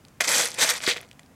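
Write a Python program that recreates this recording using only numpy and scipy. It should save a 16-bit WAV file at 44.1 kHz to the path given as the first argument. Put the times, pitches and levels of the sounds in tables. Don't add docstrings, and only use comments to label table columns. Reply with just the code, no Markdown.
import sys
import numpy as np
from scipy import signal
from scipy.fft import rfft, irfft, next_fast_len
from scipy.io import wavfile
from scipy.ndimage import uniform_filter1d

SR = 44100
rng = np.random.default_rng(int(sys.argv[2]) if len(sys.argv) > 2 else 0)


def inscribe(sig):
    pcm = np.round(np.clip(np.atleast_2d(sig).T, -1, 1) * 32767)
    wavfile.write(sys.argv[1], SR, pcm.astype(np.int16))


N = 59535
TIME = np.arange(N) / SR
FULL_EFFORT_DB, GENTLE_EFFORT_DB = -19, -29.5
SLIPS_PER_S, SLIP_SPREAD_DB = 5000, 1.46


def from_db(db):
    return 10 ** (np.asarray(db) / 20)


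def rms_one(x):
    return x / np.sqrt(np.mean(x ** 2) + 1e-20)


def level(rows):
    s, db = np.transpose(rows)
    return np.interp(TIME, s, db, left=-100, right=-100)


def roll_off(x, hz, kind="lowpass", order=1):
    return signal.sosfilt(signal.butter(order, hz, kind, fs=SR, output="sos"), x)


def colour(x, points):
    size = 2 * next_fast_len(N)
    hz, db = np.transpose(points)
    bin_hz = np.arange(size // 2 + 1) * SR / size
    gain = rms_one(from_db(np.interp(np.log(bin_hz + 1), np.log(hz), db)))
    cepstrum = irfft(np.log(gain))
    cepstrum[1:size // 2] *= 2
    cepstrum[size // 2 + 1:] = 0
    return irfft(rfft(x, size) * np.exp(rfft(cepstrum)))[:N]


def resonate(x, hz, width_hz):
    r, w = np.exp(-np.pi * width_hz / SR), 2 * np.pi * hz / SR
    feed = np.array([1, 0, -1]) * (1 - r * r) / 2
    return signal.lfilter(feed, [1, -2 * r * np.cos(w), r * r], x + 1e-18)


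def ring(x, hz, t60):
    r, w = np.exp(-np.log(1000) / (t60 * SR)), 2 * np.pi * hz / SR
    return signal.lfilter([0, np.sin(w)], [1, -2 * r * np.cos(w), r * r], x + 1e-18)


def modes(blows, table):
    return sum(from_db(db) * ring(blows, hz, t60) for hz, db, t60 in table)


def clicks(s, db):
    out = np.zeros(N)
    out[(np.asarray(s) * SR).astype(int)] = from_db(db)
    return out


def echoes(x, t60, delay_s):
    tail = rng.standard_normal(N) * np.exp(-np.log(1000) * TIME / t60) * (TIME > delay_s)
    return signal.fftconvolve(x, tail / np.linalg.norm(tail))[:N]


def room_tone():
    # frequency in Hz, relative level in dB.
    spectrum = [(15, -42), (25, -23), (105, -4), (270, -7), (309, -12.5), (427, -16.5), (516, -15),
                (1130, -21), (2050, -24.5), (3920, -32.5), (6920, -31.5), (16000, -39)]
    return from_db(-54.5) * rms_one(colour(rng.standard_normal(N), spectrum))


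def tub(x):
    # frequency in Hz, width in Hz, relative gain in dB.
    resonances = [(491, 58, 3.5), (635, 50, -10), (1427, 94, -0.5), (1770, 60, -28), (2460, 180, -7.5)]
    hollow = x + sum(from_db(db) * resonate(x, hz, width_hz) for hz, width_hz, db in resonances)
    reflections = echoes(roll_off(hollow, 800, "highpass"), t60=.02, delay_s=.0004)
    return (hollow + from_db(-14) * reflections) * from_db(-1.5)


def scatter(hits, places=6):
    place = rng.integers(0, places, N)
    paths = sum(echoes(hits * (place == k), t60=.0078, delay_s=0) for k in range(places))
    return hits + from_db(-5.5) * paths


def contacts(effort_db, per_s, spread_db, ring_cycles=6.26, variety_db=3.15):
    rate = per_s * from_db(.75 * (effort_db - FULL_EFFORT_DB))
    chance = np.minimum(rate / SR, 1)
    struck = rng.random(N) < chance
    sizes = from_db(spread_db * np.minimum(rng.exponential(1, N), 3))
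    signs = rng.choice([-1, 1], N)
    hits = scatter(struck * signs * sizes * from_db(effort_db) / np.sqrt(chance))
    out = 0
    for k, hz in enumerate(np.geomspace(120, 15000, 16)):
        flicker = rms_one(uniform_filter1d(rng.standard_normal(N), size=40))
        width_hz = np.log(1000) / np.pi * hz / ring_cycles
        out = out + (-1) ** k * resonate(hits * from_db(variety_db * flicker), hz, width_hz)
    return rms_one(out) * np.sqrt(np.mean(from_db(effort_db) ** 2))


def snap(s, db, jostle_t60=.0044):
    age = TIME - s
    jostle = rng.standard_normal(N) * (age > 0) * np.exp(-np.log(1000) * np.abs(age) / jostle_t60)
    return clicks([s], db) + from_db(db - 2) * jostle / np.linalg.norm(jostle)


def rumble():
    # time in seconds, level in dB.
    swell = [(0.265, -44), (0.28, -35), (0.33, -38), (0.4, -33.5), (0.46, -42.5), (0.5, -56), (0.57, -49),
             (0.59, -41), (0.635, -31.5), (0.68, -47), (0.71, -43.5), (0.79, -59.5), (0.84, -47.5),
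             (0.9, -40), (0.95, -51.5), (1.01, -52), (1.06, -60)]
    # frequency in Hz, relative level in dB.
    spectrum = [(60, -45), (140, -11), (260, -6.5), (400, -6.5), (520, -4.5), (750, -6.5), (1500, -10.5),
                (6000, -52)]
    drumming = contacts(np.full(N, FULL_EFFORT_DB), SLIPS_PER_S, SLIP_SPREAD_DB)
    return from_db(level(swell)) * rms_one(colour(drumming, spectrum))


def scrape(rasp_at_s=.922, rasp_width_s=.0067):
    # time in seconds, effort in dB.
    effort = [(0.855, -54), (0.865, -25), (0.875, -28), (0.889, -20), (0.92, -26), (0.935, -32.5),
              (0.946, -39.5), (0.96, -50), (0.972, -34), (0.99, -49.5), (1.05, -61.5)]
    # frequency in Hz, relative level in dB.
    spectrum = [(100, -30), (450, -11.5), (1000, -14.5), (1900, 3.5), (3000, 4.5), (4200, 3), (5500, -4),
                (8000, -7.5), (16000, -31)]
    slips = colour(contacts(level(effort), SLIPS_PER_S, SLIP_SPREAD_DB), spectrum)
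    bearing = np.exp(-.5 * ((TIME - rasp_at_s) / rasp_width_s) ** 2)
    return slips + from_db(-1) * resonate(slips * bearing, hz=3600, width_hz=1500)


def knocks():
    # start in seconds, relative level in dB, offsets in dB for base thump and wall ring.
    strikes = [(0.2048, -13.5, -46, 8), (0.208, -2.5, -28, -3.5), (0.213, -8, -34, -5),
               (0.218, -9, -41, 6.5), (0.8045, -15, -25, -12), (0.816, -22, -13, -14),
               (0.8774, -1, -1, -31), (0.9625, -22, -18, 6), (0.966, -14.5, -5.5, -6),
               (0.972, -37, -20, -12), (0.9812, -18, -29, -15), (1.007, -27, -12, -3),
               (1.029, -34.5, -27, 13.5), (1.038, -39.5, -8, 10), (1.194, -29.5, -21, 2)]
    # frequency in Hz, relative level in dB.
    clack_spectrum = [(100, -33.5), (600, 2.5), (1000, -0.5), (1700, 5.5), (2800, 9), (4500, -6),
                      (8000, -7), (16000, -17)]
    # frequency in Hz, gain in dB, 60 dB decay in seconds.
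    base_modes = [(182, -29, 0.045), (313, -20.5, 0.019), (394.5, -10.5, 0.039), (475, -26, 0.17),
                  (638, -16.5, 0.021)]
    # frequency in Hz, gain in dB, 60 dB decay in seconds.
    wall_modes = [(625, -44.5, 0.13), (701, -30, 0.079), (1410, -30, 0.029), (1960, -22, 0.024),
                  (2413, -28, .04)]
    s, db, thump_db, wall_db = np.transpose(strikes)
    blows = sum(snap(at, level_db + 5) for at, level_db in zip(s, db))
    clack = roll_off(colour(blows, clack_spectrum), 5500)
    thump = modes(clicks(s, db + thump_db - 4), base_modes)
    wall = modes(clicks(s, db + wall_db), wall_modes)
    return clack + roll_off(thump + wall, 190, "highpass", order=2)


def ticks(bounce_s=.002, bounce_db=-9.5):
    # start in seconds, relative level in dB, ring frequency in Hz.
    snaps = [(0.0508, -37, 4800), (0.0842, -41, 5500), (0.2078, -17, 9600), (0.2832, -10, 5330),
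             (0.291, -7, 6500), (0.355, -33, 5850), (0.456, -12, 9000), (0.4603, -29, 7050),
             (0.4764, -15, 8000), (0.4868, -21, 6600), (0.4935, -38, 7400), (0.505, -21, 8750),
             (0.5172, -20.5, 5140), (0.5432, -22, 7440), (0.547, -22, 6100), (0.5885, -13, 7450),
             (0.641, -11, 4600), (0.648, -15, 4960), (0.699, -34, 7100), (0.7228, -24, 8900),
             (0.7393, -18, 8000), (0.7792, -21.5, 8000), (0.794, -31, 10000), (1.013, -25, 12600),
             (1.0894, -43, 6070), (1.1135, -34, 3260), (1.13, -41, 3170), (1.195, -33, 6940),
             (1.2325, -43, 3730), (1.2615, -44, 4500)]
    # frequency in Hz, relative level in dB.
    spectrum = [(200, -6.5), (1000, 0.5), (3000, 2.5), (6500, -3), (10000, 0), (16000, -18.5)]
    out = 0
    for s, db, hz in snaps:
        cracks = snap(s, db) + snap(s + bounce_s, db + bounce_db)
        out = out + from_db(-2) * cracks + from_db(10) * resonate(cracks, hz, width_hz=3300)
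    return colour(out, spectrum)


def pellets():
    # time in seconds, effort in dB.
    dig = [(0.201, -56), (0.206, -22), (0.216, -23.5), (0.226, -30.5), (0.236, -35.5), (0.244, -24.5),
           (0.27, -34.5), (0.277, -24), (0.355, -21), (0.42, -23), (0.465, -28.5), (0.5, -40),
           (0.57, -42.5)]
    sweep = [(0.568, -46.5), (0.586, -28), (0.626, -16.5), (0.657, -26), (0.688, -24), (0.705, -18),
             (0.725, -29), (0.78, -32.5), (0.794, -49)]
    press = [(0.797, -49), (0.839, -28.5), (0.86, -34.5), (0.889, -24.5), (0.919, -37), (0.95, -48),
             (0.973, -41.5), (1.01, -62), (1.06, -64), (1.35, -87)]
    # frequency in Hz, relative level in dB.
    spectrum = [(60, -48), (200, -35.5), (400, -11), (620, -6.5), (1000, -3.5), (1400, -1), (1900, 1.5),
                (2900, -2.5), (5500, 0), (9000, -5.5), (12500, -16.5), (16000, -35)]
    out = 0
    for push in (dig, sweep, press):
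        effort_db = level(push)
        rush = colour(contacts(effort_db, per_s=11000, spread_db=2.5), spectrum)
        soft = roll_off(rush, 8000)
        treble_gain = from_db(.6 * (effort_db - GENTLE_EFFORT_DB))
        out = out + soft + (rush - soft) * treble_gain
    return out


def scene():
    near = tub(pellets() + rumble() + ticks() + knocks() + scrape())
    background = room_tone()
    reverb = from_db(-19.5) * echoes(near, t60=.19, delay_s=.012)
    return (near + reverb + background)[None]


def record(dry, ceiling=.74, cutoff_hz=16000):
    rounded = ceiling * np.tanh(dry / ceiling)
    return signal.sosfilt(signal.ellip(10, .1, 80, cutoff_hz, fs=SR, output="sos"), rounded)


dry = scene()
out = record(dry)
inscribe(out)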